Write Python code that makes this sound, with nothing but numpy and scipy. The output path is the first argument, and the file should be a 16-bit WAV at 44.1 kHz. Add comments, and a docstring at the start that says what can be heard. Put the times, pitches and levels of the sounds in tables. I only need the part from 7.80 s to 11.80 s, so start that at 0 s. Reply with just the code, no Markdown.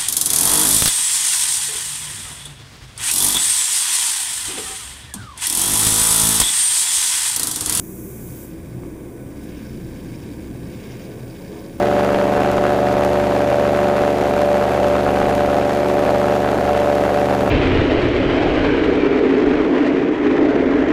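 """Cooling fans roar in a steel shipping container full of metal racks; the microphone is carried past them.
Their turbulence booms in the box over a shaft hum, and standing waves swell and fade along the way.
Air washes through the racks, metal buzzes in a fast rhythm and a thin hiss throbs.
A bright jet of air hisses at first and shuts off; one light knock, scuffs and brief rushes of air follow."""
import sys
import numpy as np
from scipy import signal
from scipy.fft import rfft, irfft
from scipy.io import wavfile
from scipy.ndimage import uniform_filter1d

SR = 44100
rng = np.random.default_rng(int(sys.argv[2]) if len(sys.argv) > 2 else 0)


def file_out(sig):
    """Save sig as 16-bit WAV at sys.argv[1]."""
    # one column per channel
    cols = np.atleast_2d(sig).T
    # limit, then scale
    lim = np.clip(cols, -1, 1)
    pcm = np.round(lim * 32767).astype(np.int16)
    wavfile.write(sys.argv[1], SR, pcm)


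N = 176400
T = np.arange(N) / SR
FREQS = np.maximum(np.arange(N // 2 + 1) * SR / N, 1)


def undb(db):
    """Decibels to gain."""
    return 10 ** (np.asarray(db) / 20)


def unit(x):
    """Scale to rms 1."""
    return x / np.sqrt(np.mean(x ** 2))


def eq(points):
    """Gain per frequency through (Hz, dB) points, rolling off steeply outside them."""
    hz, db = np.array(points, float).T
    skirts = np.minimum(FREQS / hz[0], 1) ** 4 * np.minimum(hz[-1] / FREQS, 1) ** 4
    return undb(np.interp(np.log(FREQS), np.log(hz), db)) * skirts


def noise(gain):
    """Turbulence with the given gain per frequency, rms 1."""
    return unit(irfft(gain * np.exp(2j * np.pi * rng.random(len(FREQS))), N))


def band(hz, width_hz):
    """Noise ringing in one steep-sided resonance, rms 1."""
    return noise(1 / (1 + ((FREQS - hz) / (.5 * width_hz)) ** 2))


def ringing(modes):
    """A bank of resonances, each driven by its own turbulence."""
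    return sum(undb(db) * band(hz, width) for hz, width, db in modes)


def wobble(rate_hz):
    """Smooth random modulation up to about rate_hz, rms 1."""
    return noise(1 / (1 + (FREQS / rate_hz) ** 4))


def fader(rows, column=1):
    """Gain over time from a table's dB column, ramping between breakpoints."""
    rows = np.array(rows, float)
    return undb(np.interp(T, rows[:, 0], rows[:, column]))


def swell(at, half_width):
    """A bell-shaped fade in and out around one moment."""
    return np.exp(-((T - at) / half_width) ** 2)


def leveller(x):
    """Even out the slow swings of a ringing noise to about rms 1."""
    return x / np.sqrt(uniform_filter1d(x ** 2, size=8000) + 1e-9)


def reflections(ripple_db, spacing_hz):
    """Fine peaks and dips that steel walls and racks put on a sound; they blur in the treble."""
    steps = np.arange(0, SR, spacing_hz)
    ripple = np.tanh(rng.standard_normal(N)[:len(steps)])
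    distinct = 1 / (1 + (FREQS / 2600) ** 4)
    return undb(ripple_db * distinct * np.interp(FREQS, steps, ripple))


# Scuff cues (time [s], half-width [s], centre [Hz], level [dB])
SCUFF_CUES = [(1.728, .008, 4000, -57), (1.776, 0.0073, 5430, -53), (1.83, .005, 4500, -53.5),
              (1.867, .005, 5300, -52), (1.89, .007, 5500, -55), (2.047, .005, 4700, -53),
              (2.15, .005, 4800, -55), (2.304, 0.0048, 4300, -52.5), (2.355, 0.0092, 5450, -56),
              (2.423, 0.0051, 5400, -53), (3.041, .005, 4600, -51), (3.127, 0.01, 5650, -52),
              (3.223, .009, 5500, -52.5), (3.256, .006, 4480, -49), (3.315, 0.0057, 4900, -52.5),
              (3.43, 0.0063, 4700, -52), (3.508, 0.0091, 4600, -51), (3.619, 0.0034, 4740, -53),
              (3.683, .007, 4700, -51), (3.795, .005, 4900, -52), (3.865, .005, 4800, -52)]


def scuffs(grain_db=3, width_hz=1500):
    """Short grainy rustles, each with its own brightness."""
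    grain = unit(undb(grain_db * wobble(300)))
    return grain * sum(undb(db) * swell(at, span) * band(hz, width_hz) for at, span, hz, db in SCUFF_CUES)


# Air rush cues (time [s], half-width [s], centre [Hz], bandwidth [Hz], level [dB])
RUSH_CUES = [(1.64, .013, 9500, 11000, -52), (1.755, 0.072, 2400, 1600, -54), (3.1, 0.21, 2390, 1600, -53),
             (3.78, .04, 1030, 250, -55)]


def air_rushes():
    """Brief whooshes of air, each a band of noise fading in and out."""
    return sum(undb(db) * band(hz, width) * swell(at, span) for at, span, hz, width, db in RUSH_CUES)


# Partials of the knock (pitch [Hz], decay [s], level before the attack ramp [dB])
KNOCK_PARTIALS = [(500, .001, -26), (950, .001, -25.5), (2100, .0016, -37)]


def knock(at_s=1.0345, attack_s=.0004):
    """One light, dry knock that dies within milliseconds."""
    age = np.maximum(T - at_s, 0)
    ring = sum(undb(db) * np.exp(-age / decay) * np.sin(2 * np.pi * hz * age)
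               for hz, decay, db in KNOCK_PARTIALS)
    return ring * (1 - np.exp(-age / attack_s))


# Tone of the air in the racks (frequency [Hz], relative level [dB])
WASH_EQ = [(800, -3), (1150, 1), (1300, -4), (1430, -3.5), (1550, -2.5), (1750, -3.5), (2020, -3),
           (2220, -0.5), (2480, -3.5), (2800, -14), (3100, -11), (3800, -11.5), (4600, -14), (5200, -17.5),
           (5700, -13.5), (6400, -13.5), (7500, -13)]


def rack_wash(level_db=-54.5, flicker_db=1.07):
    """Air streaming through the racks: a soft, flickering bed."""
    air = noise(eq(WASH_EQ) * reflections(ripple_db=2.5, spacing_hz=30.03))
    return air * undb(level_db + flicker_db * wobble(41))


# Tone of the thin hiss (frequency [Hz], relative level [dB])
HISS_EQ = [(4500, -30), (6000, -5), (6400, -15), (7300, -4), (8050, -6), (8670, 3.5), (9250, -6),
           (9700, -1), (10150, -3.5), (10700, 1), (11300, -4.5), (11900, -16), (12650, -4.5), (13500, -3),
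           (14050, -3), (14600, -6), (15150, 1), (15350, 2.5)]


def hiss(steady_db=-53, throb_db=-58, throb_hz=72.7, puff_share=0.13, highpass_hz=15000):
    """Thin hiss, throbbing with a short, brighter puff at a steady rate."""
    tone = eq(HISS_EQ)
    bright = tone / (1 + (highpass_hz / FREQS) ** 4)
    puffs = np.exp(-((T * throb_hz % 1 - .5) / puff_share * 2) ** 2)
    return undb(steady_db) * noise(tone) + undb(throb_db) * unit(noise(bright) * puffs)


# Tone of the buzzing metal (frequency [Hz], relative level [dB])
BUZZ_EQ = [(1200, -27.5), (1550, 5.5), (1700, 5.5), (2000, -5), (2250, 4), (2520, 0.5), (2850, -4.5),
           (3150, -2), (3550, -5), (3850, -1), (4550, -2), (5000, -5.5), (5350, -2.5), (5650, -9.5),
           (6000, -8), (6350, -12), (6850, -6.5), (9000, -32), (15000, -13)]
# Fader ride of the buzz (time [s], level [dB])
BUZZ_FADER = [(0, -74), (.55, -53.5), (.8, -56.5), (1.4, -63.5), (1.58, -56), (1.68, -50.5), (1.82, -51),
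              (2.05, -52), (2.35, -50), (2.75, -53.5), (2.95, -48.5), (3.24, -49), (3.33, -53),
              (3.6, -49.5), (4, -52)]


def metal_buzz(rate_hz=300.0, depth=0.46, scatter_db=2.5, flutter_db=1.0, ceiling_db=4):
    """Metal rasping in bursts at a mains-locked rate, each with its own strength."""
    beat = 1 + depth * np.cos(2 * np.pi * rate_hz * T)
    accent_db = np.minimum(scatter_db * wobble(200) + flutter_db * wobble(25), ceiling_db)
    bursts = rng.standard_normal(N) * beat * undb(accent_db)
    tone = eq(BUZZ_EQ) * reflections(ripple_db=3.7, spacing_hz=49.65)
    return unit(irfft(rfft(bursts) * tone, N)) * fader(BUZZ_FADER)


# Tone of the air jet (frequency [Hz], relative level [dB])
JET_EQ = [(3000, -48), (5200, -20), (5800, -10), (7600, -6), (8200, -7), (8900, -3), (9450, -12.5),
          (10700, -0.5), (11900, -6), (12500, -5), (13400, -4.5), (14400, 3), (15300, 0)]


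def air_jet(start_db=-41.5, sag_db_per_s=1, off_s=.645, release_s=0.055):
    """A bright air jet that sags slightly, then shuts off."""
    release = np.exp(-np.maximum(T - off_s, 0) / release_s)
    return noise(eq(JET_EQ)) * undb(start_db - sag_db_per_s * T) * release


# Shaft harmonics (fundamental [dB], octave [dB])
SHAFT_LEVELS = [-49.5, -46]
# Steady machine whines (pitch [Hz], level [dB])
WHINES = [(327.5, -55.5), (1519, -74), (1669, -71), (2503, -77)]


def shaft_hum(shaft_hz=32.5, waver_db=2.7, pitch_drift=0.00388):
    """Shaft hum and faint whines, wavering in the moving air; the octave rides the roar's rumble."""
    def tone(hz, db):
        gain = undb(db + waver_db * wobble(3.2))
        pitch = hz * (1 + pitch_drift * wobble(4.7))
        return gain * unit(np.sin(2 * np.pi * np.cumsum(pitch) / SR))
    fundamental = tone(shaft_hz, SHAFT_LEVELS[0])
    octave = tone(2 * shaft_hz, SHAFT_LEVELS[1]) * unit(fader(ROAR_FADERS, column=1))
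    return fundamental + octave + sum(tone(hz, db) for hz, db in WHINES)


# Close pair of container modes in the low drone (pitch [Hz], bandwidth [Hz], relative level [dB])
DRONE_PAIR = [(122.7, 4.1, -5.5), (131, 27, -8)]
# Fader ride of the low drone (time [s], level [dB])
DRONE_FADER = [(0, -50), (.5, -38.5), (.78, -51), (.97, -31), (1.2, -57), (1.42, -38.5), (1.7, -47.5),
               (2.02, -35.5), (2.25, -49), (2.75, -39.5), (3.2, -42), (3.47, -36), (3.7, -49), (4, -48)]
# Standing waves the microphone passes through (time [s], half-width [s], pitch [Hz], level [dB])
PASSING_WAVES = [(.12, 0.4, 387, -45), (.15, 0.27, 325.4, -42), (.75, 0.19, 331, -40),
                 (1.02, 0.15, 357, -39), (1.12, 0.07, 306, -36), (1.3, 0.21, 338, -42.5),
                 (1.78, 0.14, 300, -40.5), (1.9, 0.11, 217.4, -40), (2.45, 0.22, 939, -61),
                 (3.04, 0.12, 220.3, -39), (3.33, 0.15, 419.4, -43.5), (3.78, 0.13, 418, -41),
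                 (3.8, 0.34, 321, -43.5), (3.85, 0.31, 550, -49), (3.78, 0.043, 718, -49)]


def standing_waves(width_hz=7.1):
    """Standing waves swell and fade along the walk: a low drone throughout, higher notes in passing."""
    drone = leveller(ringing(DRONE_PAIR)) * fader(DRONE_FADER)
    passing = sum(undb(db) * swell(at, span) * leveller(band(hz, width_hz))
                  for at, span, hz, db in PASSING_WAVES)
    return drone + passing


# Tone of the fan turbulence (frequency [Hz], relative level [dB])
ROAR_EQ = [(18, -14), (45, -9), (64, -8.5), (92, -5.5), (120, 0), (149, -4), (180, -1), (244, -3.5),
           (314, -5), (400, -5.5), (450, -9), (540, -10.5), (640, -14.5), (720, -16), (820, -23),
           (950, -21), (1130, -24.5), (1280, -43), (1400, -34.5)]
# Air resonances of the container (pitch [Hz], bandwidth [Hz], level [dB])
CONTAINER_RESONANCES = [(82.7, 8, -49.5), (168.7, 5, -47.5), (185.7, 8.7, -45.5), (222.7, 13, -47.5),
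                        (266.4, 3.9, -48), (285, 19, -48), (304.7, 7.8, -49.5), (322.7, 12, -47),
                        (354.3, 20, -47.5), (1498, 20, -64.5)]
# Resonances of the racks (pitch [Hz], bandwidth [Hz], level [dB])
RACK_RESONANCES = [(404.5, 24, -59), (469, 4.7, -59), (506.7, 16, -52.5), (529, 39, -57.5)]
# Relative fader rides along the walk, each normalised (time [s], rumble [dB], boom [dB], mids [dB])
ROAR_FADERS = [(0, -44.5, -35, -48.5), (.4, -44, -34, -46.5), (.85, -41, -37, -46),
               (1.03, -40.5, -34.5, -43.5), (1.25, -43.5, -34, -45), (1.6, -42, -33.5, -45),
               (1.95, -35.5, -33, -46), (2.3, -47.5, -33, -45), (2.65, -37.5, -32.5, -45.5),
               (3.05, -46, -35, -43.5), (3.3, -45, -35, -41), (3.52, -46, -35.5, -44),
               (3.8, -47.5, -33.5, -41.5), (4, -51, -34, -43.5)]


def fan_roar(rumble_db=-46, boom_db=-37, mids_db=-44.5, rumble_top_hz=97, boom_top_hz=413):
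    """Fan turbulence in three bands, ringing container and racks and shifting as the microphone moves."""
    tone = eq(ROAR_EQ)
    deep, low = (1 / (1 + (FREQS / hz) ** 8) for hz in (rumble_top_hz, boom_top_hz))  # crossovers
    rumble = undb(rumble_db) * noise(tone * np.sqrt(deep))
    boom = undb(boom_db) * noise(tone * np.sqrt(low * (1 - deep)))
    mids = undb(mids_db) * noise(tone * np.sqrt(1 - low) * reflections(ripple_db=3.5, spacing_hz=12))
    container, racks = ringing(CONTAINER_RESONANCES), ringing(RACK_RESONANCES)
    rumble_ride, boom_ride, mids_ride = (unit(fader(ROAR_FADERS, column)) for column in (1, 2, 3))
    return rumble * rumble_ride + (boom + container) * boom_ride + (mids + racks) * mids_ride


def scene():
    """Mono mix of all sources at the microphone."""
    machinery = fan_roar() + standing_waves() + shaft_hum() + rack_wash() + metal_buzz() + hiss()
    return (machinery + air_jet() + scuffs() + knock() + air_rushes())[None]


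def record(dry):
    """The microphone has one narrow notch and a steep high cut."""
    notch_hz, half_width_hz, depth, high_cut_hz = 4214, 205, 0.89, 15350
    notch = 1 - depth * np.exp(-((FREQS - notch_hz) / half_width_hz) ** 2)
    high_cut = signal.ellip(10, .2, 80, high_cut_hz, fs=SR, output="sos")
    return signal.sosfilt(high_cut, irfft(rfft(dry) * notch, N))


dry = scene()
out = record(dry)
file_out(out)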